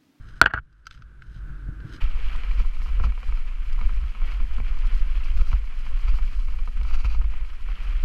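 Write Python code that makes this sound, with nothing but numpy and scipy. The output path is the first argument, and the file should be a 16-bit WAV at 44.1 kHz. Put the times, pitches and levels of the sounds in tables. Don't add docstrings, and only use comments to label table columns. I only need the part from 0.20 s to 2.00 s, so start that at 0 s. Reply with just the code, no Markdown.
import sys
import numpy as np
from scipy import signal
from scipy.fft import rfft, irfft
from scipy.io import wavfile
from scipy.ndimage import uniform_filter1d

SR = 44100
rng = np.random.default_rng(int(sys.argv[2]) if len(sys.argv) > 2 else 0)


def unload_wav(signal):
    wavfile.write(
        sys.argv[1],
        SR,
        np.round(np.clip(np.atleast_2d(signal).T, -1, 1) * 32767).astype(np.int16),
    )


N = 79380
TIME = np.arange(N) / SR

# (pitch [Hz], level [dB], ring time [s])
SKI_MODES = [(253, -24.5, 0.035), (430, -33, 0.013), (473.1, -22, 0.021), (638, -29.5, 0.067),
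             (892, -33, 0.044), (1040, -27.5, 0.035), (1445, -30, 0.11), (1615, -36, .11),
             (1930, -26.5, 0.063), (2164, -26, 0.026), (2400, -33.5, 0.048), (2950, -39, .06),
             (3385, -47, 0.11)]
# (pitch [Hz], level [dB], ring time [s])
POLE_MODES = [(1330, -1, 0.026), (1540, -1.5, 0.022), (2190, -11.5, 0.013), (2658.6, -13.5, .025),
              (3080, -14.5, 0.024), (3500, -13, 0.016), (4100, -18.5, .025), (4820, -11, .03),
              (5070, -15, 0.012), (6040, -14, 0.021), (6700, -20.5, 0.018), (7750, -20.5, .02)]


def ski_knocks():
    # (time [s], level [dB], brightness [Hz], crack [dB], thud [dB], clack pitch [Hz])
    knocks = [(0.2144, 22.5, 4245, -12.5, -7, 1442), (0.2249, 2.5, 2967, -14, -21.5, 1507),
              (0.234, -6, 2800, -24, -16.5, 1500), (0.2401, -0.5, 2400, -11, -20.5, 1550),
              (0.2576, -7, 2500, -5, -20, 1500), (.2602, 10.5, 3500, -19, -25, 1540),
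              (0.27, -0.5, 1500, -13.5, -23, 1500), (.3370, 1.5, 2930, -14.5, -11, 1553),
              (0.3405, 2.5, 1720, -27, -17.5, 1454)]
    # (time [s], level [dB])
    shoves = [(0.2155, -1), (0.235, -10), (0.26, -9), (0.339, -4), (.3750, -11.5), (0.392, -14.5)]
    # (pitch [Hz], level [dB], ring time [s])
    bending_modes = [(50, -4.5, 0.15), (101.5, -3.5, 0.058), (157, -17.5, .11)]
    # (time [s], level [dB], clack pitch [Hz])
    nudges = [(0.24, -7.5, 1540), (.3080, -17, 1587), (.3120, -17.5, 1500), (0.3724, -14.5, 1458),
              (0.3766, -5.5, 1468), (0.386, -13, 1420)]
    # (pitch [Hz], level [dB], ring time [s])
    thud_modes = [(350, -0.5, .012), (966, 2.5, .012)]
    # (frequency [Hz], level [dB])
    crack_colour = [(150, -1.5), (700, 10.5), (1500, 3.5), (3500, -5.5), (6000, -33), (10000, -28.5),
                    (15000, -24.5)]
    out = ring(sum(click(s, db) for s, db in shoves), bending_modes)
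    out += sum(clack(click(s, db), hz) for s, db, hz in nudges)
    for s, db, bright_hz, crack_db, thud_db, pitch_hz in knocks:
        force = soften(click(s, db), bright_hz)
        out += clack(force, pitch_hz) + from_db(thud_db) * ring(force, thud_modes)
        out += strike([(s, db, bright_hz)], case_overtones() + SKI_MODES)
        out += cracks([(s, db + crack_db, bright_hz)], crack_colour, ring_s=0.02)
    return out


def clack(force, hz, ring_s=0.0076):
    decay, angle = np.exp(-np.log(1000) / (ring_s * SR)), 2 * np.pi * hz / SR
    once = ring(force, [(hz, 10.5, ring_s)])
    gain = (1 - decay ** 2) / 2
    return signal.lfilter([gain, 0, -gain], [1, -2 * decay * np.cos(angle), decay ** 2], once)


def case_overtones(ring_s=0.007):
    # (pitch [Hz], level [dB])
    overtones = [(2450, -12), (2880, -6.5), (3400, -12), (4400, -16), (5000, -25.5), (6000, -31),
                 (7200, -30.5)]
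    return [(hz, db, ring_s) for hz, db in overtones]


def edge_chatter():
    # (time [s], level [dB])
    chatter = [(.214, -61), (.219, -27), (.244, -38.5), (.252, -50), (.268, -5.5), (.288, -31), (.303, -25),
               (.313, -25.5), (.320, -38.5), (.335, -37), (.341, -12.5), (.360, -25), (.378, -21.5),
               (.394, -23.5), (.406, -58.5), (.46, -81)]
    # (frequency [Hz], level [dB])
    grit_colour = [(120, 2), (650, 6), (900, -3.5), (1500, 13.5), (2800, -1), (4300, -22), (6000, -34),
                   (12000, -50.5)]
    slips = grains(per_s=1700, spread_db=2)
    force = soften(slips, hz=1380)
    case = rms_one(clack(force, hz=1500) + ring(force, case_overtones()))
    skis = from_db(-11) * rms_one(ring(slips, SKI_MODES))
    grit = from_db(-11.5) * coloured(slips, grit_colour)
    return level(chatter) * (case + skis + grit)


def pole_taps(bass_cut_hz=1310):
    # (time [s], level [dB], brightness [Hz])
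    taps = [(.527, -44.5, 6000), (.656, -42, 6000), (.668, -19, 13940), (.710, -27, 5500),
            (.724, -39, 7280), (.748, -40, 5500), (.775, -40, 4000), (.821, -32.5, 2320),
            (1.0205, -31, 1833), (1.603, -38.5, 1500)]
    # (frequency [Hz], level [dB])
    crack_colour = [(200, -28.5), (900, -17), (1500, -4.5), (5000, -5), (8000, -26.5), (14000, -28.5)]
    bass_cut = signal.butter(4, bass_cut_hz, "high", fs=SR, output="sos")
    ringing = signal.sosfilt(bass_cut, strike(taps, POLE_MODES))
    return ringing + from_db(-12.5) * cracks(taps, crack_colour, ring_s=0.033)


def rubbing():
    # (time [s], level [dB])
    rub = [(0, -69.5), (.07, -66), (.095, -59), (.13, -67), (.18, -63.5), (.22, -75), (.69, -70.5),
           (.715, -53), (.75, -54), (.80, -68), (.95, -82), (1.07, -66), (1.12, -69.5), (1.17, -61.5),
           (1.22, -79.5), (1.57, -83.5), (1.68, -64.5), (1.735, -52.5), (1.765, -53), (1.8, -80)]
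    # (frequency [Hz], level [dB])
    rub_colour = [(800, -20), (1500, 6.5), (2200, -3), (2700, -2.5), (3150, 4), (3600, -3.5), (4050, -0.5),
                  (4600, -6.5), (5200, -4), (7000, -17), (14000, -28.5)]
    grit = grains(per_s=1100, spread_db=3.5)
    ringing = np.diff(ring(grit, POLE_MODES), prepend=0)
    poles = from_db(-8) * rms_one(soften(ringing, hz=6000))
    return level(rub) * rms_one(coloured(grit, rub_colour) + poles)


def wind_thumps():
    # (time [s], level [dB])
    puffs = [(0.791, -38.5), (1.157, -38.5), (1.485, -27), (1.645, -30.5)]
    # (pitch [Hz], level [dB], ring time [s])
    thump_modes = [(64.9, -6, 0.22), (115.3, 2, 0.088), (163, 0, 0.075), (304, -32, 0.07),
                   (630, -19, 0.012)]
    return ring(sum(click(s, db) for s, db in puffs), thump_modes)


def wind():
    # (time [s], level [dB])
    gusts = [(0, -38.5), (.2, -39), (.42, -30.5), (.55, -45.5), (.67, -39.5), (.76, -35.5), (.83, -36.5),
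             (.92, -40), (1.05, -38.5), (1.2, -36.5), (1.28, -28.5), (1.39, -37.5), (1.49, -33.5),
             (1.57, -36.5), (1.8, -37)]
    buffet = [(0, -61), (.6, -63), (1.0, -61.5), (1.25, -57.5), (1.45, -56), (1.5, -47), (1.56, -57),
              (1.66, -46), (1.8, -49.5)]
    rush = [(0, -62), (.2, -58), (.5, -58.5), (.8, -55.5), (.95, -57.5), (1.12, -58.5), (1.3, -54),
            (1.55, -56), (1.64, -52.5), (1.8, -51.5)]
    # (frequency [Hz], level [dB])
    gust_colour = [(15, -1.5), (30, -6.5), (48, 5.5), (70, -12.5), (130, -11.5), (200, -27.5), (400, -48.5),
                   (1000, -76)]
    buffet_colour = [(50, -17), (100, 12.5), (170, 2.5), (310, 8), (500, -11.5), (1000, -45.5)]
    rush_colour = [(100, -3), (300, -4.5), (500, -8), (800, -14.5), (1100, -7.5), (1350, 1.5), (1560, 5.5),
                   (1900, -11), (2800, -16.5), (4000, -22.5), (8000, -38), (15000, -48)]
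    on_microphone = level(gusts) * noise(gust_colour) + level(buffet) * noise(buffet_colour)
    return on_microphone + level(rush) * noise(rush_colour)


def faint_hiss():
    # (frequency [Hz], level [dB])
    hiss_colour = [(500, 3.5), (5000, -0.5), (9500, 0), (12000, -8), (15000, -14.5)]
    return from_db(-78) * noise(hiss_colour)


def from_db(db):
    return 10 ** (np.asarray(db) / 20)


def rms_one(x):
    return x / np.sqrt(np.mean(x ** 2) + 1e-20)


def level(points):
    return from_db(np.interp(TIME, *np.transpose(points)))


def coloured(x, colour):
    hz, db = np.transpose(colour)
    bin_hz = np.maximum(np.arange(N // 2 + 1) * SR / N, 1)
    gains = from_db(np.interp(np.log(bin_hz), np.log(hz), db))
    return rms_one(irfft(rfft(x) * gains, N))


def noise(colour):
    return coloured(rng.standard_normal(N), colour)


def grains(per_s, spread_db):
    happens = rng.random(N) < per_s / SR
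    sizes = from_db(spread_db * np.minimum(rng.exponential(1, N), 4))
    return happens * sizes * rng.choice([-1, 1], N)


def soften(x, hz):
    decay = np.exp(-2 * np.pi * hz / SR)
    return signal.lfilter([(1 - decay) ** 2], [1, -2 * decay, decay ** 2], x + 1e-18)


def click(s, db):
    return from_db(db) * (np.arange(N) == int(s * SR))


def ring(force, modes):
    out = 0
    for k, (hz, db, ring_s) in enumerate(modes):
        decay, angle = np.exp(-np.log(1000) / (ring_s * SR)), 2 * np.pi * hz / SR
        feedback = [1, -2 * decay * np.cos(angle), decay ** 2]
        tone = signal.lfilter([0, np.sin(angle)], feedback, force + 1e-18)
        out += (-1) ** k * from_db(db) * tone
    return out


def strike(hits, modes, scatter_db=4.5):
    out = 0
    for s, db, bright_hz in hits:
        varied = [(hz, tone_db + scatter_db * rng.standard_normal(), t) for hz, tone_db, t in modes]
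        out += ring(soften(click(s, db), bright_hz), varied)
    return out


def cracks(hits, colour, ring_s):
    hiss = noise(colour)
    out = 0
    for s, db, bright_hz in hits:
        fade = (TIME >= s) * np.exp(-np.log(1000) * np.abs(TIME - s) / ring_s)
        out += soften(from_db(db) * fade * hiss, 2 * bright_hz)
    return out


def scene():
    gear = ski_knocks() + edge_chatter() + pole_taps() + rubbing()
    return (gear + wind_thumps() + wind() + faint_hiss())[None]


def record(dry):
    threshold_db, max_dip_db, recover_db_per_s = -17.5, 15, 17.5
    look_ahead_s, treble_cut_hz = 0.0086, 16000
    over_db = np.clip(20 * np.log10(np.abs(dry[0]) + 1e-9) - threshold_db, 0, max_dip_db)
    recovery_db = recover_db_per_s * TIME
    dip_db = np.maximum.accumulate(over_db + recovery_db) - recovery_db
    early_dip_db = np.interp(TIME + look_ahead_s, TIME, dip_db)
    lowered = dry * from_db(-uniform_filter1d(early_dip_db, size=200))
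    squashed = lowered / (1 + lowered ** 8) ** (1 / 8)
    return signal.sosfilt(signal.cheby2(12, 75, treble_cut_hz, fs=SR, output="sos"), squashed)


dry = scene()
out = record(dry)
unload_wav(out)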